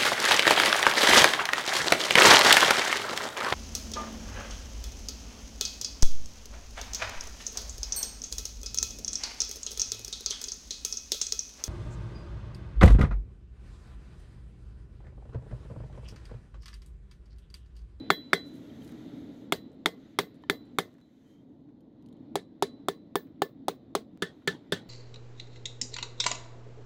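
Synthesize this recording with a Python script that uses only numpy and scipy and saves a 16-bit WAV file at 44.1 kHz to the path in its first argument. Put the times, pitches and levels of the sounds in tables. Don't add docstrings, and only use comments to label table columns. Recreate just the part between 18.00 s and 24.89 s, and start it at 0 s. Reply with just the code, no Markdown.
import sys
import numpy as np
from scipy import signal
from scipy.io import wavfile
from scipy.ndimage import uniform_filter1d, map_coordinates

SR = 44100
rng = np.random.default_rng(int(sys.argv[2]) if len(sys.argv) > 2 else 0)


def digitize_waveform(pressure):
    field = np.atleast_2d(pressure).T
    bounded = np.clip(field, -1, 1)
    quanta = np.round(bounded * 32767).astype(np.int16)
    wavfile.write(sys.argv[1], SR, quanta)


def volts_from_db(level):
    exponent = np.asarray(level, float) / 20
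    return 10 ** exponent


N = 303849

BLOW_START_S = (0.1032, 0.332, 1.5228, 1.8588, 2.188, 2.498, 2.786, 4.3555, 4.624, 4.8847, 5.1556, 5.4195,
                5.6826, 5.9514, 6.222, 6.4747, 6.7217)
# peak_db [dB], clack_hz [Hz], body_ring_db [dB], horn_ring_db [dB], head_ring_db [dB]
BLOW_SOUNDS = [(-5, 1237, -36, -34.5, -46.5), (-6, 1335, -39.5, -33.5, -58),
               (-9.5, 1150, -53.5, -62.5, -55.5), (-9, 1237, -65.5, -52, -59),
               (-9.5, 1140, -62.5, -48, -52), (-10, 1300, -52.5, -37.5, -52.5),
               (-9.5, 1160, -72, -41.5, -57), (-14.5, 890, -64, -42.5, -67.5), (-12, 1000, -53, -50.5, -62),
               (-13, 1200, -60, -45, -54), (-12, 1180, -68.5, -39, -38.5), (-12.5, 1216, -80, -37, -46),
               (-14.5, 960, -66, -66, -51), (-13, 1190, -73, -65, -54), (-12, 1840, -72, -30.5, -70),
               (-11, 1670, -70, -27.5, -62), (-11.5, 1320, -59, -33, -61.5)]


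def unit(x):
    return x / np.sqrt(np.mean(x ** 2) + 1e-20)


def along(points, hz):
    f, v = np.transpose(points)
    return np.interp(np.log(hz + 1), np.log(f + 1), v)


def add(track, s, sound):
    part = track[round(s * SR):][:len(sound)]
    part += sound[:len(part)]


def band(x, lo_hz, hi_hz):
    return signal.sosfilt(signal.butter(2, [lo_hz, hi_hz], "band", fs=SR, output="sos"), x)


def wobble(rate):
    knots = rng.standard_normal(int(N * rate / SR) + 4)
    return map_coordinates(knots, [np.arange(N) * rate / SR])


def noise(n, gain, patchy_db=0):
    hz, _, z = signal.stft(rng.standard_normal(n + 1024), SR, nperseg=1024)
    field = uniform_filter1d(rng.standard_normal(z.shape), size=7, axis=0)
    field = uniform_filter1d(field, size=5, axis=1)
    z = z * volts_from_db(patchy_db * unit(field)) * gain(hz)[:, None]
    return unit(signal.istft(z, nperseg=1024)[1][:n])


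def ring(t, hz, db, t60, swell=0.000085, rough_db=0):
    waver = np.interp(t, np.arange(80) / 90, rng.standard_normal(80))
    level = volts_from_db(db - 60 * t / t60 + rough_db * waver)
    return level * (1 - np.exp(-t / swell)) * np.sin(2 * np.pi * hz * t)


def held(s, hold, swell, fade):
    late = np.arange(N) / SR - s[:, None]
    return -np.maximum(0, np.maximum(-swell * late, fade * (late - hold[:, None])))


def work(s):
    turns = (1, 3.5, 6.17)
    return int(np.searchsorted(turns, s))


def tail(n, colour, longer):
    # pitch_hz [Hz], t60_s [s]
    yard = [(200, 0.47), (700, 0.096), (2000, 0.14), (5000, 0.15), (13000, 0.12)]
    hz, t, z = signal.stft(rng.standard_normal(n), SR, nperseg=128)
    slow = volts_from_db(-60 * t / longer / along(yard, hz)[:, None])
    near = volts_from_db(11.5 - 60 * t / 0.031)
    uneven = volts_from_db(3.5 * unit(uniform_filter1d(rng.standard_normal(z.shape), size=9, axis=1)))
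    z = z * (slow + near) * uneven * volts_from_db(along(colour, hz))[:, None]
    return unit(signal.istft(z, nperseg=128)[1][:n])


def hammer():
    # pitch_hz [Hz], level_db [dB], t60_s [s]
    soft_modes = [(605, -7, 0.016), (718, -3.5, 0.016), (800, 0.5, 0.018)]
    # pitch_hz [Hz], level_db [dB], t60_s [s]
    bar_modes = [(2103, 5.5, 0.014), (1687, -2.5, .015), (2300, -11, 0.018)]
    # pitch_hz [Hz], level_db [dB], t60_s [s]
    face_modes = [(3400, 8, 0.015), (3610, 0, .025), (3130, -9, .02), (4600, -14.5, .035)]
    # pitch_hz [Hz], level_db [dB], t60_s [s]
    stand_modes = [(400.6, 2.5, 0.066), (457, -11.5, 0.13), (345, -1.5, 0.033)]
    # pitch_hz [Hz], level_db [dB per Hz]
    near_colour = [(150, -40), (260, -10), (440, -4), (650, -5), (1250, -18.5), (1900, -15.5), (2600, -26),
                   (3700, -13.5), (5500, -26), (9500, -30), (13000, -37), (16000, -49.5)]
    # pitch_hz [Hz], level_db [dB per Hz]
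    door_colour = [(150, -4.5), (260, -16.5), (440, -2.5), (650, -12.5), (1100, -17.5), (1650, -3.5),
                   (2400, -24), (3400, -7.5), (4800, -20), (8000, -27), (12000, -36), (16000, -40)]
    soft_levels = (-8, -10.5, 1, -24)
    face_levels = (-14, -9.5, -14.5, -6)
    # levels [dB re peak], then rise [s]
    clack_levels, bar_levels = (-2.5, -5.5, -2, -14), (-7.5, -6, -20.5, -39)
    stand_levels, thud_levels = (-14.5, -13, -9, -12.5), (-25, -23.5, -24, -18)
    crack_levels, echo_levels = (-15.5, -9, -6, -8), (-34.5, -32, -31.5, -30)
    rise_s = (.00035, .0004, .00045, .0014)

    out, t = np.zeros(N), np.arange(SR // 3) / SR
    for s, (peak_db, clack_hz, *_) in zip(BLOW_START_S, BLOW_SOUNDS):
        k = work(s)
        rise = rise_s[k]
        square_octaves = np.log2(clack_hz / 1165.7)
        clack_db = clack_levels[k] + 11 * square_octaves
        bar_db = bar_levels[k] + 26 * square_octaves
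        crack_db = crack_levels[k] - 6 * square_octaves

        climb = 1 + .5 * volts_from_db(bar_db) * (1 - np.exp(-t / 0.00039))
        clack = ring(t, 0.82 * clack_hz * climb, clack_db + 14.0, 6 / clack_hz, rise)

        clang = 0
        for level, modes in ((clack_db + soft_levels[k], soft_modes), (bar_db + 0.5, bar_modes),
                             (face_levels[k] - 1, face_modes)):
            for hz, db, t60 in modes:
                hz = hz * (1 + rng.normal(0, .01))
                clang = clang + ring(t, hz, level + db + rng.normal(0, 1), t60, 3 * rise, rough_db=2)
        stand = sum(ring(t, hz, stand_levels[k] + 3 + db + rng.normal(0, 1.5), t60, swell=.002)
                    for hz, db, t60 in stand_modes)
        thud = ring(t, 175, thud_levels[k] + 7.0, 0.091, swell=.004)

        crack = volts_from_db(crack_db + 4.5 - 60 * t / 0.0068) * band(rng.standard_normal(len(t)), 5600, 11000)
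        crack += volts_from_db(crack_db + 0.5 - 60 * t / 0.0057) * band(rng.standard_normal(len(t)), 11000, 16000)
        crack *= 1 - np.exp(-t / rise)

        colour, longer = (door_colour, 1.27) if k == 3 else (near_colour, 1)
        echoes = volts_from_db(echo_levels[k] + 1.5) * tail(len(t), colour, longer) * (1 - np.exp(-t / 0.00034))

        blow = clack + clang + stand + thud + crack + echoes
        overloaded = blow / (1 + np.abs(blow / 1.08) ** 6) ** (1 / 6)
        add(out, s, volts_from_db(peak_db) * overloaded)
    return band(out, 150, 18000)


def anvil():
    # pitch_hz [Hz], level_db [dB], t60_s [s], swell_s [s]
    parts = [
        [(1752, 3, 0.11, 0.0018), (1790, -6, .1, .002)],
        [(3984, 3, .42, .022)],
        [(10874, 0.5, .18, .006), (8552, -3, .17, .006), (7840, -6.5, .12, .002)],
        [(14010, 0, .17, .002), (14652, -5, .2, .002)],
        [(15032, 0, .14, .002), (15740, -8, .15, .002), (14652, -13, .2, .002), (12970, -19, .17, .002)],
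        [(1095, 2, .18, .003)],
        [(1500, -0.5, 0.18, .003), (1560, -4.5, .14, .003)],
        [(1847, 1.5, .2, .003)],
        [(2034, 0.5, .18, .003), (2140, -1.5, 0.14, .003)],
        [(3295, 0, 0.2, .003), (3435, -5, .17, .003), (3600, -6, 0.12, .003)],
    ]
    # level_db [dB], t60_s [s]
    earlier = (-50, .5)
    # start_s [s], level_db [dB], t60_s [s]
    ping = (3.014, -69, .3)
    heel_levels = (-57, -51.5, -54.5, -60)
    cheek_levels = (4, 5, -18.5, -5)
    hum_levels = [(-48.5, -44.5, -41, -53), (-37, -43.5, -52.5, -32.5), (-34.5, -42, -54, -36.5),
                  (-34, -37, -44.5, -43), (-34, -42, -54.5, -34)]

    body_hz = parts[1][0][0]
    before_first = np.arange(N) < BLOW_START_S[0] * SR
    out = ring(np.arange(N) / SR + 0.00063, body_hz, *earlier) * before_first
    ends = [*BLOW_START_S[1:], N / SR]
    for s, end, (peak_db, _, body_db, horn_db, head_db) in zip(BLOW_START_S, ends, BLOW_SOUNDS):
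        k = work(s)
        levels = [horn_db, body_db, peak_db + heel_levels[k], head_db + cheek_levels[k], head_db]
        levels += [peak_db + hum[k] + rng.normal(0, 2.5) for hum in hum_levels]
        t = np.arange(round((end - s) * SR)) / SR
        for level, part in zip(levels, parts):
            for hz, db, t60, swell in part:
                rough_db = 4.5 * (1800 < hz < 3700) + 2.5 * (hz < 1800)
                add(out, s, ring(t, hz, level + db + rng.normal(0, 1), t60, swell, rough_db))
    add(out, ping[0], ring(np.arange(SR // 2) / SR, body_hz, *ping[1:]))
    return out


def tongs():
    # start_s [s], peak_db [dB], low_ring_db [dB]
    ticks = [(0.701, -65, 6), (0.82, -58, 0), (0.8766, -46.5, -16), (3.8064, -63.5, -6), (4.0238, -61, -13),
             (4.0611, -55, -19.5), (4.0867, -57, -14), (4.1265, -56.5, -16.5), (4.168, -69, -1)]
    # pitch_hz [Hz], level_db [dB], t60_s [s]
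    jaw_modes = [(3900, -3, .03), (4780, -9, .03), (6250, -8, .03), (6756, -6, .04), (7004, -7, .04),
                 (7768, -8, .03), (8829, -5, .04), (9302, -6, .04), (11790, -13, .03), (12170, -6, .045)]
    # start_s [s], hold_s [s], squeak_db [dB], rasp_db [dB]
    turning = [(2.01, .13, -99, -82), (3.22, .07, -92, -90), (3.298, .06, -76, -89),
               (3.386, .016, -78, -90)]

    out, t = np.zeros(N), np.arange(SR // 8) / SR
    for s, peak_db, low_db in ticks:
        jaws = sum(ring(t, hz, db + rng.normal(0, 2.3), t60) for hz, db, t60 in jaw_modes)
        snap = volts_from_db(4 - 60 * t / 0.012) * band(rng.standard_normal(len(t)), 2800, 4600)
        low = ring(t, 3138, low_db + 1.5, .04, rough_db=4)
        add(out, s, volts_from_db(peak_db) * (volts_from_db(-16) * jaws + snap + low))

    s, hold, squeak_db, rasp_db = np.transpose(turning)
    shape_db = held(s, hold, swell=450, fade=1100)
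    squeak = noise(N, lambda f: 1 / (1 + ((f - 3138) / 30) ** 2), patchy_db=1.5)
    rasp = noise(N, lambda f: 1 / (1 + ((f - 6450) / 250) ** 2), patchy_db=10.5)
    out += volts_from_db(squeak_db[:, None] + shape_db).sum(axis=0) * squeak
    return out + volts_from_db(rasp_db[:, None] + shape_db).sum(axis=0) * rasp


def taps():
    # start_s [s], peak_db [dB], dull_part_db [dB]
    clicks = [(0.5412, -51.5, -17), (0.8914, -54, 5), (0.922, -55, 1), (1.7187, -57, -14.5),
              (1.7302, -60, -21), (1.7494, -72, -1), (2.3444, -55.5, -6.5), (2.3544, -64, -13),
              (2.3694, -67, -1), (2.647, -71, -4), (2.6556, -56.5, -12), (2.6694, -61, -6),
              (2.69, -64.5, -5), (2.93, -56.5, -13), (2.9408, -55, -15), (2.9494, -78, 12),
              (2.9834, -59.5, -1.5), (3.004, -59, -4), (3.6894, -74, 8), (4.7344, -68, -2),
              (5.2694, -64, 4), (6.42, -71, 14.5)]
    # pitch_hz [Hz], level_db [dB], t60_s [s]
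    knock = (2.4375, [(980, -39.5, 0.014), (1780, -55, .07), (3100, -55, .025), (3750, -56, .015)])
    out, t = np.zeros(N), np.arange(SR // 8) / SR
    for s, peak_db, dull_db in clicks:
        click = band(rng.standard_normal(len(t)), 2500, 12000) * volts_from_db(-60 * t / 0.0035)
        dull = band(rng.standard_normal(len(t)), 600, 1930) * volts_from_db(dull_db + 13.5 - 60 * t / 0.042)
        add(out, s, volts_from_db(peak_db - 6.0) * (click + dull))
    add(out, knock[0], sum(ring(t, *mode) for mode in knock[1]))
    return out


def scuffs():
    # start_s [s], length_s [s], level_db [dB]
    rubs = [(0.457, 0.043, -71.5), (0.527, .07, -70), (0.63, 0.018, -78), (0.814, 0.063, -68.5),
            (0.86, 0.056, -68), (0.91, 0.02, -68), (1.72, 0.041, -89), (2.34, 0.027, -81.5),
            (2.42, .012, -79), (2.645, 0.033, -87), (2.925, .03, -90.5), (3.246, 0.12, -87.5),
            (6.886, 0.0087, -68)]
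    out = np.zeros(N)
    for s, length, db in rubs:
        n = round(length * SR)
        uneven = uniform_filter1d(rng.standard_normal(n), size=60) * 60 ** .5
        grit = rng.standard_normal(n) * volts_from_db(3.5 * uneven)
        add(out, s, volts_from_db(db) * np.sqrt(np.hanning(n)) * unit(band(grit, 2300, 14000)))
    return out


def rustling():
    # start_s [s], hold_s [s], level_db [dB]
    rustles = [(.45, 0.94, -80), (0.704, 0.26, -84), (1.997, 0.066, -88), (2.83, 0.056, -85.5),
               (3.056, 0.11, -95.5), (3.257, 0.076, -86.5), (6.32, .06, -91.5)]
    s, hold, db = np.transpose(rustles)
    return volts_from_db(db[:, None] + held(s, hold, swell=120, fade=100)).sum(axis=0)


def forge():
    # start_s [s], flame_db [dB], jet_in_open_view_db [dB]
    burner = [(0.0, -46, -65.5), (0.31, -48, -64), (0.5, -48, -69), (1.11, -45.5, -64.5),
              (1.34, -47.5, -68), (1.84, -50.5, -74), (2.03, -52.5, -68.5), (2.7, -52, -74),
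              (3.13, -58, -79), (3.43, -56, -82.5), (3.87, -51.5, -79), (4.16, -50.5, -78.5),
              (4.76, -52, -77), (5.03, -52, -76.5), (6.06, -52.5, -79), (6.24, -52, -74),
              (6.35, -53.5, -72), (6.89, -51.5, -68)]
    # pitch_hz [Hz], level_db [dB per Hz]
    roar_colour = [(15, -61.5), (25, -37.5), (57, -19.5), (133, -6.5), (199, -8.5), (253, 2), (323, -2.5),
                   (386, -23.5), (426, -10), (477, -20.5), (534, -18), (957, -32), (1200, -38.5),
                   (1560, -64.5), (2640, -120)]
    # pitch_hz [Hz], level_db [dB per Hz]
    jet_colour = [(350, -24), (600, -8.5), (1060, -15.5), (1400, -7.5), (1590, -11), (1970, -9),
                  (2650, -16), (3050, -12.5), (3960, -11), (5100, -23), (5600, -27), (7280, -47.5),
                  (12300, -120)]
    # pitch_hz [Hz], level_db [dB per Hz]
    fizz_colour = [(2940, -33.5), (5000, -4.5), (5290, -3), (6250, 5.5), (9720, -12), (11100, -3),
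                   (13700, -6.5), (15800, -11), (16200, -22), (16500, -31), (16800, -39)]
    # pitch_hz [Hz], width_hz [Hz], level_db [dB re jet]
    whistles = [(1370, 120, -18), (1940, 70, -17), (3620, 130, -12), (3860, 50, -17), (7270, 60, -26),
                (11300, 500, -28)]

    s, *columns = np.transpose(burner)
    flame_db, open_db = [np.interp(np.arange(N) / SR, s, column) for column in columns]
    flutter = wobble(4.0)
    roar = noise(N, lambda hz: volts_from_db(along(roar_colour, hz)), patchy_db=1)
    roar *= volts_from_db(flame_db + 1 + 1.5 * flutter)

    jet = noise(N, lambda hz: volts_from_db(along(jet_colour, hz)), patchy_db=1.33)
    for hz, width, db in whistles:
        whistle = noise(N, lambda f: 1 / (1 + (2 * (f - hz) / width) ** 2))
        jet += volts_from_db(db + 1.8 * wobble(3.3)) * whistle
    jet *= volts_from_db(open_db - 1.5 + 1.8 * flutter)

    fizz_db = -95.5 + .7 * (open_db - open_db.mean())
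    stir = rustling()
    fizz = noise(N, lambda hz: volts_from_db(along(fizz_colour, hz)), patchy_db=0.7)
    fizz *= (volts_from_db(fizz_db) + stir) * volts_from_db(1.1 * wobble(28))
    swish = noise(N, lambda hz: volts_from_db(along(jet_colour, hz)) * (hz > 900), patchy_db=3.0)
    return roar + jet + fizz + stir * volts_from_db(8) * swish


def scene_changes():
    # start_s [s], level_db [dB]
    steps = [(3.014, -53), (6.1746, -45)]
    out = np.zeros(N)
    for s, db in steps:
        add(out, s, volts_from_db(db) * np.exp(-np.arange(400) / SR / .0006))
    return out


def scene():
    return (hammer() + anvil() + tongs() + taps() + scuffs() + forge())[None]


def top_cut(x):
    return signal.sosfilt(signal.butter(12, 17070, fs=SR, output="sos"), x)


def record(dry):
    top = signal.ellip(8, .5, 70, 16400, fs=SR, output="sos")
    mix = signal.sosfilt(top, dry + scene_changes())
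    return top_cut(mix)


dry = scene()
out = record(dry)
digitize_waveform(out)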